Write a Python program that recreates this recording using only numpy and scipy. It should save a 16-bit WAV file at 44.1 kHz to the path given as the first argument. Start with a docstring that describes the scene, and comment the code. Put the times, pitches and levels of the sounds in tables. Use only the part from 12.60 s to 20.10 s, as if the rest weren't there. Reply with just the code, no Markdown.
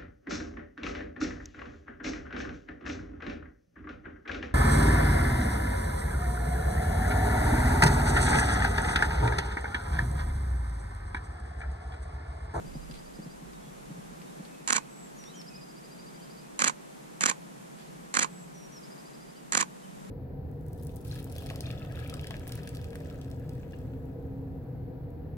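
"""A quiet meadow: a gust dies away on the microphone, a small bird trills and the rig is bumped softly.
Other birds call far off. From two seconds in, a reflex camera close on the right takes five single shots,
each a fixed train of blows (mirror, curtains, recocking) over a short motor whirr, ringing its body.
After the first and the fourth shot the small bird sings thin whistles that run into a trill.
Airy hiss and a faint low drone carry on to the end."""
import sys
import numpy as np
from scipy import signal
from scipy.fft import rfft, irfft
from scipy.io import wavfile
from scipy.ndimage import uniform_filter1d

SR = 44100
rng = np.random.default_rng(int(sys.argv[2]) if len(sys.argv) > 2 else 0)


def int16_out(signal):
    """Quantize to a 16-bit WAV file."""
    q = np.round(np.clip(np.atleast_2d(signal).T, -1, 1) * 32767)
    wavfile.write(sys.argv[1], SR, q.astype(np.int16))


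N = 330750
BLOW_SAMPLES = 4096
# shutter releases: (time [s], level [dB], treble [dB])
RELEASES = [(2.0757, -2, 0.5), (3.9914, -1.35, 0), (4.608, -1.5, 0.2), (5.5403, -1.5, -.3),
            (6.9218, -1.9, 1.2)]


def undb(db):
    """Decibels to gain."""
    return 10 ** (np.asarray(db) / 20)


def over_hz(rows, hz, axis=1):
    """One column of a table, joined on a log-frequency axis."""
    rows = np.asarray(rows, float)
    return np.interp(np.log(hz + 1), np.log(rows[:, 0]), rows[:, axis])


def bins(size):
    """Frequencies of a spectrum of that many samples."""
    return np.arange(size // 2 + 1) * SR / size


def peak(hz, centre_hz, width_hz):
    """Bell shape of a resonance, 1 at its centre."""
    return 1 / (1 + (2 * (hz - centre_hz) / width_hz) ** 2)


def causal(db):
    """Minimum-phase response with these gains: it rings only after the blow."""
    cepstrum = irfft(db * np.log(10) / 20)
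    half = len(cepstrum) // 2
    cepstrum[1:half] *= 2
    cepstrum[half + 1:] = 0
    return np.exp(rfft(cepstrum))


def unit(x):
    """Scale to rms 1."""
    return x / np.sqrt(np.mean(x ** 2))


def noise(db):
    """Unrelated left and right noise of the given colour, rms 1."""
    return unit(irfft(rfft(rng.standard_normal((2, N))) * undb(db), N))


def drift(rate_hz):
    """Smooth random modulation, spread near 1."""
    hold = int(SR / rate_hz)
    steps = np.repeat(rng.standard_normal(N // hold + 1), hold)
    return 1.3 * uniform_filter1d(uniform_filter1d(steps, hold), hold)[:N]


def add(out, s, sound):
    """Mix a sound in at s seconds."""
    i = max(int(s * SR), 0)
    out[..., i:i + sound.shape[-1]] += sound[..., :N - i]


def low_cut(x, edge_hz=128):
    """Steep roll-off of the deepest bass."""
    return signal.sosfilt(signal.butter(8, edge_hz, "high", fs=SR, output="sos"), x)


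def hedge_echo(x, t60, wet_db):
    """Hedge and grass throw back a short diffuse tail."""
    t = np.arange(SR // 2) / SR
    tail = rng.standard_normal((2, len(t))) * undb(-60 * t / t60) * (1 - np.exp(-t / 0.0031))
    tail *= undb(wet_db) / np.sqrt(np.sum(tail ** 2) / 2)
    return x + signal.fftconvolve(x, tail, axes=1)[:, :N]


def meadow_air(level_db=-47):
    """A wide, even bed of open-air hiss."""
    # colour of the air: (frequency [Hz], level [dB])
    colour = [(15, -50), (25, -13), (55, -11), (86, -39), (107, -81), (133, -5), (183, -2.5), (762, -9.5),
              (3090, -25.5), (4150, -27.5), (5010, -28.5), (6210, -27), (7700, -26), (12800, -33),
              (15500, -50.5)]
    # how alike left and right are: (frequency [Hz], correlation [-1 to 1])
    correlation = [(60, 0.09), (150, 0.75), (290, -0.46), (640, -0.8), (1400, -0.57), (3100, 0.16),
                   (7000, -0.02), (15000, 0.063)]
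    hz = bins(N)
    likeness = over_hz(correlation, hz)
    mid, side = irfft(rfft(noise(over_hz(colour, hz))) * np.sqrt([1 + likeness, 1 - likeness]), N)
    return unit(np.array([mid + side, mid - side])) * undb(level_db + .5 * drift(3.08))


def far_drone(centre_hz=172):
    """A distant band of low noise swells and twice settles briefly on a note."""
    # the drone's swell: (time [s], level [dB])
    swell = [(2.2, -55), (3.22, -56.5), (4.75, -54.5), (5.14, -57.5), (5.74, -51.5), (5.9, -55),
             (7.07, -56), (7.5, -49.5)]
    # its held notes: (time [s], length [s], pitch [Hz], level [dB])
    hums = [(5.66, 0.25, 179.1, -46.5), (7.3, 0.12, 170.3, -59)]
    swell_db = np.interp(np.arange(N) / SR, *np.transpose(swell))
    drone = noise(40 * np.log10(peak(bins(N), centre_hz, 100))) * undb(swell_db + 1.8 * drift(7.3))
    for s, length, hz, db in hums:
        t = np.arange(int(length * SR)) / SR
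        add(drone, s, undb(db) * signal.windows.tukey(len(t), .5) * np.sin(2 * np.pi * hz * t))
    return drone


def gust(gust_db=-38.5, fade_s=0.39, breeze_db=-66.5):
    """Wind buffets the microphone ports, mostly the right, and dies away into a steady breeze."""
    # wind rumble: (frequency [Hz], level [dB])
    colour = [(12, -3), (25, 4), (50, 14.5), (72, 3), (100, -6.5), (300, -29), (1000, -40), (4000, -80)]
    t = np.arange(N) / SR
    rumble = noise(over_hz(colour, bins(N)))
    strength = np.hypot(undb(gust_db) / (1 + t / fade_s) ** 1.52, undb(breeze_db))
    return rumble * strength * undb(2 * drift(8.4)) * undb([[-10], [0]])


def bird_tone(hz, s, wobble):
    """A near-pure bird note on a pitch path that wavers."""
    return np.sin(2 * np.pi * np.cumsum(hz * wobble[int(s * SR):][:len(hz)]) / SR)


def whistle(s, length, path_hz, swell_db, wobble):
    """One soft-edged note that bends through a start, a middle and an end pitch."""
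    progress = np.linspace(0, 1, int(length * SR))
    hz = np.polyval(np.polyfit([0, .5, 1], path_hz, 2), progress)
    envelope = undb(swell_db * (progress - .5)) * signal.windows.tukey(len(progress), .3)
    return envelope * bird_tone(hz, s, wobble)


def far_birds(waver=.006, flutter_db=2, fade_db=5, trim_db=-1):
    """Lower calls from across the meadow, each fading as it goes, blurred by their echo."""
    # far calls: (time [s], length [s], pitch [Hz], glide [Hz], arch [Hz], level [dB])
    calls = [ (.935, 0.044, 3750, 400, 0, -64), (1.015, .087, 3350, -100, 2, -64.5),
             (1.669, .047, 3820, 300, 0, -64), (1.91, .13, 2560, -110, -2, -64),
             (2.175, .095, 2520, 0, -1, -60.5), (2.65, 0.074, 3720, 700, -2, -56),
             (2.73, .07, 2875, 70, 332, -55.5), (2.896, 0.12, 2510, -100, 5, -59),
             (3.595, 0.083, 3150, 60, 0, -65), (3.8, .09, 2490, 30, 0, -66),
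             (6.75, .05, 2860, -320, 140, -62), (7.225, 0.045, 2680, -380, 410, -60), ]
    out, wobble = np.zeros(N), 1 + waver * drift(220)
    for s, length, hz, glide, arch, db in calls:
        path_hz = [hz - glide / 2, hz + arch, hz + glide / 2]
        add(out, s, undb(db) * whistle(s, length, path_hz, -fade_db, wobble))
    out *= undb(trim_db + flutter_db * drift(120))
    return hedge_echo(np.array([out, out]), t60=.4, wet_db=-5)


def trills(wobble, note_s=0.0356, settled_hz=4772, bend=0.0313, slowing_s=.0006):
    """Runs of short upward hooks that slow down, and sink and soften as the opening push fades."""
    # trills: (start [s], end [s], first note spacing [s], level [dB], opening push [0-1])
    runs = [(0.055, .73, .078, -58, .15), (2.864, 3.81, .0722, -55, 0.95),
            (6.228, 6.79, .0735, -56.5, 0.66)]
    push_hz, push_db, push_fade_s = 248, 6.5, 0.206
    out, progress = np.zeros(N), np.linspace(0, 1, int(note_s * SR))
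    hook = -np.sin(2 * np.pi * (.85 * progress + .1))  # dips, climbs, turns over
    envelope = np.interp(progress, [0, .25, .75, 1], [0.22, 0.75, 1, 0.3])
    for start, end, spacing, db, opening in runs:
        s = start
        while s < end:
            push = opening * np.exp((start - s) / push_fade_s)
            sharp, loud, wide = rng.standard_normal(3)
            centre_hz = settled_hz + push_hz * push + 25 * sharp
            hz = centre_hz * (1 + bend * (1 + .18 * wide) * hook)
            add(out, s, undb(db + push_db * push + .8 * loud) * envelope * bird_tone(hz, s, wobble))
            s += spacing
            spacing += slowing_s
    return out


def near_bird(waver=0.0038, flutter_db=1.5):
    """A small bird in the hedge trills, then sings two songs of falling whistles and a trill."""
    # whistles that open a song: (time [s], length [s], level [dB], kind)
    notes = [ (2.268, .23, -58.5, "sweep"), (2.563, .032, -60, "chip"), (2.572, 0.12, -54, "held"),
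             (2.743, .025, -61, "chip"), (2.749, .072, -51.5, "slur"), (5.68, .175, -59, "sweep"),
             (5.928, .15, -58, "held"), (6.113, .078, -54, "slur"), ]
    # contour of each kind: (start [Hz], middle [Hz], end [Hz], swell [dB])
    contours = {"sweep": (8030, 7850, 7530, 8), "chip": (6600, 6830, 6450, 0),
                "held": (6000, 5698, 5650, 0), "slur": (5880, 5690, 5000, 8)}
    wobble = 1 + waver * drift(220)
    out = trills(wobble)
    for s, length, db, kind in notes:
        *path_hz, swell_db = contours[kind]
        add(out, s, undb(db) * whistle(s, length, path_hz, swell_db, wobble))
    out *= undb(flutter_db * drift(120))
    return hedge_echo(np.array([out, out]), t60=.4, wet_db=-7)


def handling(rise_s=0.0031, bump_decay_s=0.0079, bump_trim_db=3, scuff_db=-11):
    """Soft bumps ring the rig low, each with a dull scuff; cloth and twigs tick faintly."""
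    # bumps on the rig: (time [s], level [dB], pitch [Hz])
    bumps = [(.045, -34, 158), (.152, -25, 159), (.296, -30, 160), (.587, -30, 200), (.659, -30, 161),
             (0.82, -33.5, 170), (1.068, -37, 167), (1.303, -30, 168), (1.371, -32.5, 151),
             (1.795, -31.5, 186)]
    # rustles and ticks: (time [s], decay [s], level [dB])
    rustles = [ (.311, .007, -43.5), (.338, .04, -51.5), (.933, .0055, -51), (1.617, .007, -53),
               (1.849, .011, -53), (2.639, .0044, -48), (2.815, .004, -43), (5.185, 0.064, -54.5),
               (7.449, .004, -54), ]
    # dull scuff and bright rub: (frequency [Hz], level [dB])
    scuff_eq = [(100, -1), (280, -9), (600, -9), (1500, -33), (6000, -59)]
    rub_eq = [(200, -22), (1500, -2), (3200, 0), (4700, 1.5), (5800, -10.5), (9000, -8), (14000, -28)]
    thud, scuff_envelope, rub_envelope = np.zeros((3, N))
    t = np.arange(2 * BLOW_SAMPLES) / SR
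    for s, db, hz in bumps:
        push = undb(db + bump_trim_db) * (1 - np.exp(-t / rise_s)) * np.exp(-t / bump_decay_s)
        ring = np.sin(2 * np.pi * hz * t) + 0.49 * np.sin(2 * np.pi * 1.447 * hz * t)
        add(thud, s, push * ring)
        add(scuff_envelope, s, push)
    for s, decay_s, db in rustles:
        add(rub_envelope, s, undb(db) * np.exp(-t / decay_s))
    rub_envelope *= undb(2.4 * drift(400))  # fibres catch and slip
    scuff = undb(scuff_db) * scuff_envelope * noise(over_hz(scuff_eq, bins(N)))
    rub = rub_envelope * noise(over_hz(rub_eq, bins(N)))
    return low_cut(thud + scuff + rub)


def body_db(hz):
    """The resonant camera body colours the blows and the motor."""
    # its broad colour: (frequency [Hz], level [dB])
    colour = [(40, -45), (100, -19.5), (220, -2.5), (380, -12), (660, -14), (950, -1.5), (1500, -4.5),
              (2300, -4.5), (3400, -10), (5200, -14.5), (7400, -6), (9000, -15), (12000, -37), (16000, -41)]
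    # its resonances: (frequency [Hz], width [Hz], gain over the broad colour [dB])
    modes = [(546, 174, 5), (731, 42, 4.5), (1064, 100, 4.5), (1225, 94, 4), (1560, 120, 4.5),
             (1910, 100, -1.5), (2240, 46, -2), (2340, 130, 4.5), (4350, 360, 7), (6680, 290, 6),
             (7300, 370, 0.5), (7810, 400, 3)]
    return over_hz(colour, hz) + sum(db * peak(hz, centre, width) for centre, width, db in modes)


def springs(after_s=.09):
    """The mirror's drop sets small springs ringing faintly."""
    # spring tones: (pitch [Hz], level [dB], time to fall 60 dB [s])
    rings = [(860, -43.5, 0.32), (2202, -50, .1), (2570, -52, 0.17), (4070, -62, .22), (6519, -53, .08)]
    out, t = np.zeros(N), np.arange(SR // 3) / SR
    for s, shot_db, _ in RELEASES:
        for hz, db, t60 in rings:
            add(out, s + after_s, undb(db + shot_db - 60 * t / t60) * np.sin(2 * np.pi * hz * t))
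    return out


def motor(tooth_hz=410, tooth_db=2.5, whine_hz=1850, spin_up_s=0.0015, stereo_spread=0.4):
    """Gear teeth grind in quick pulses while the motor lifts the mirror, then recocks."""
    # motor runs: (time after release [s], length [s], level [dB], load change [dB], run-down [dB/s])
    runs = [(0, 0.035, -26, -4.5, 1500), (.05, 0.031, -39.5, 18, 680)]
    t, hz, drive = np.arange(2 * BLOW_SAMPLES) / SR, bins(N), np.zeros(N)
    spin_up = 1 - np.exp(-t / spin_up_s)
    for after, length, db, load_db, run_down in runs:
        effort_db = db + load_db * np.minimum(t / length, 1) - run_down * np.maximum(t - length, 0)
        teeth_db = tooth_db * np.cos(2 * np.pi * tooth_hz * (t + after))
        for s, shot_db, _ in RELEASES:
            add(drive, s + after, undb(shot_db + effort_db + teeth_db) * spin_up)
    grind = unit(rng.standard_normal(N) + stereo_spread * rng.standard_normal((2, N))) * drive
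    response = causal(body_db(hz) + 6 * peak(hz, whine_hz, 450) + 3 * peak(hz, 165, 200))
    return irfft(rfft(grind) * response / np.sqrt(np.mean(abs(response) ** 2)), N)


def chatter(grain, decay_s, snap=.38):
    """Spectrum of a blow: the snap of first contact, then a dying burst of tiny ones; broadly flat."""
    t = np.arange(BLOW_SAMPLES) / SR
    force = snap + rfft(grain * np.exp(-t / decay_s) / np.sqrt(decay_s * SR / 2))
    return force / np.sqrt(uniform_filter1d(abs(force) ** 2, size=70, axis=-1))


def blows(variation=0.54, stereo_spread=0.39, scatter_db=0.76, jitter_s=.00012, lag_spread_s=.000011):
    """The same parts strike in the same order at every shot, never quite alike."""
    # mirror and aperture lever trip, the curtains run, the gear recocks, the mirror drops and bounces:
    # (time after release [s], chatter decay [s], level [dB], treble [dB], part's ring [Hz], ring [dB])
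    strikes = [ (.0005, 0.002, 7.5, 9.5, 1040, 1), (0.0108, 0.0014, -4, 17.5, 1850, 17),
               (0.0279, 0.0013, 8.5, 9, 2220, 2), (.0300, 0.0012, 16.5, -0.5, 1470, 8),
               (0.0464, 0.0011, 0.5, 9, 1560, 15), (.0514, .0013, 15.5, 6, 1300, 6),
               (.0555, .0010, 12, 8, 1200, 5), (0.0665, 0.0041, 2.5, 1, 1800, 11),
               (0.0726, 0.004, -6, -6, 1800, 20), (0.0827, .0025, 2, -2, 1850, 7),
               (.086, .0011, 7, 9, 2300, 4), (0.0895, 0.0019, 9.5, 11.5, 1750, 10.5),
               (0.093, 0.0051, 5, -10, 2230, 10), (0.1043, 0.0036, 8.5, -1.5, 1040, 11), ]
    out, hz = np.zeros((2, N)), bins(BLOW_SAMPLES)
    body, treble = body_db(hz), 1 / (1 + (4200 / (hz + 1)) ** 4)
    tail_fade = np.linspace(2, -2, BLOW_SAMPLES).clip(0, 1)  # each click fades to silence, ending cleanly
    for after, decay_s, db, treble_db, ring_hz, ring_db in strikes:
        colour = body + db + treble_db * treble + ring_db * peak(hz, ring_hz, 0.36 * ring_hz)
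        # each part sits elsewhere in the body, so it reaches the two ports at its own lag
        lag = np.exp(-2j * np.pi * hz * np.array([[lag_spread_s * rng.standard_normal()], [0]]))
        part_grain = rng.standard_normal(BLOW_SAMPLES)
        for s, shot_db, bright_db in RELEASES:
            shot_grain = part_grain + variation * rng.standard_normal(BLOW_SAMPLES)
            grain = unit(shot_grain + stereo_spread * rng.standard_normal((2, BLOW_SAMPLES)))
            late, strong = rng.standard_normal(2)
            response = causal(colour + shot_db + bright_db * treble + scatter_db * strong)
            click = tail_fade * irfft(chatter(grain, decay_s) * response * lag)
            add(out, s + after + jitter_s * late, click)
    return out


def camera():
    """The camera sits to the right: the left microphone port hears it later and shaded."""
    # left port against right: (frequency [Hz], level [dB], phase [rad])
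    ports = [(170, 0, -2), (516, -8, 0.05), (800, -13, -2), (1040, -9, -3.5), (2270, -3, -4.5),
             (3700, -15, -5), (4320, -6.5, -8.5), (4960, -1.5, -8.5), (6370, 0, -8), (7430, -8.5, -13.5),
             (8200, -10.5, -9.5), (9800, -5.5, -12), (15000, -5, -15)]
    hz = bins(N)
    shade = undb(over_hz(ports, hz)) * np.exp(1j * over_hz(ports, hz, axis=2))
    left, right = blows() + motor() + springs()
    left = irfft(rfft(left) * shade, N)
    return hedge_echo(low_cut(np.array([left, right]), edge_hz=118), t60=0.11, wet_db=-19)


def scene():
    """Camera and rig up front, birds behind, all over the meadow bed."""
    events = camera() + handling() + near_bird() + far_birds()
    return events + low_cut(meadow_air() + far_drone()) + gust()


def record(dry):
    """A steep high cut at 15.5 kHz."""
    return signal.sosfilt(signal.ellip(8, .2, 70, 15500, fs=SR, output="sos"), dry)


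dry = scene()
out = record(dry)
int16_out(out)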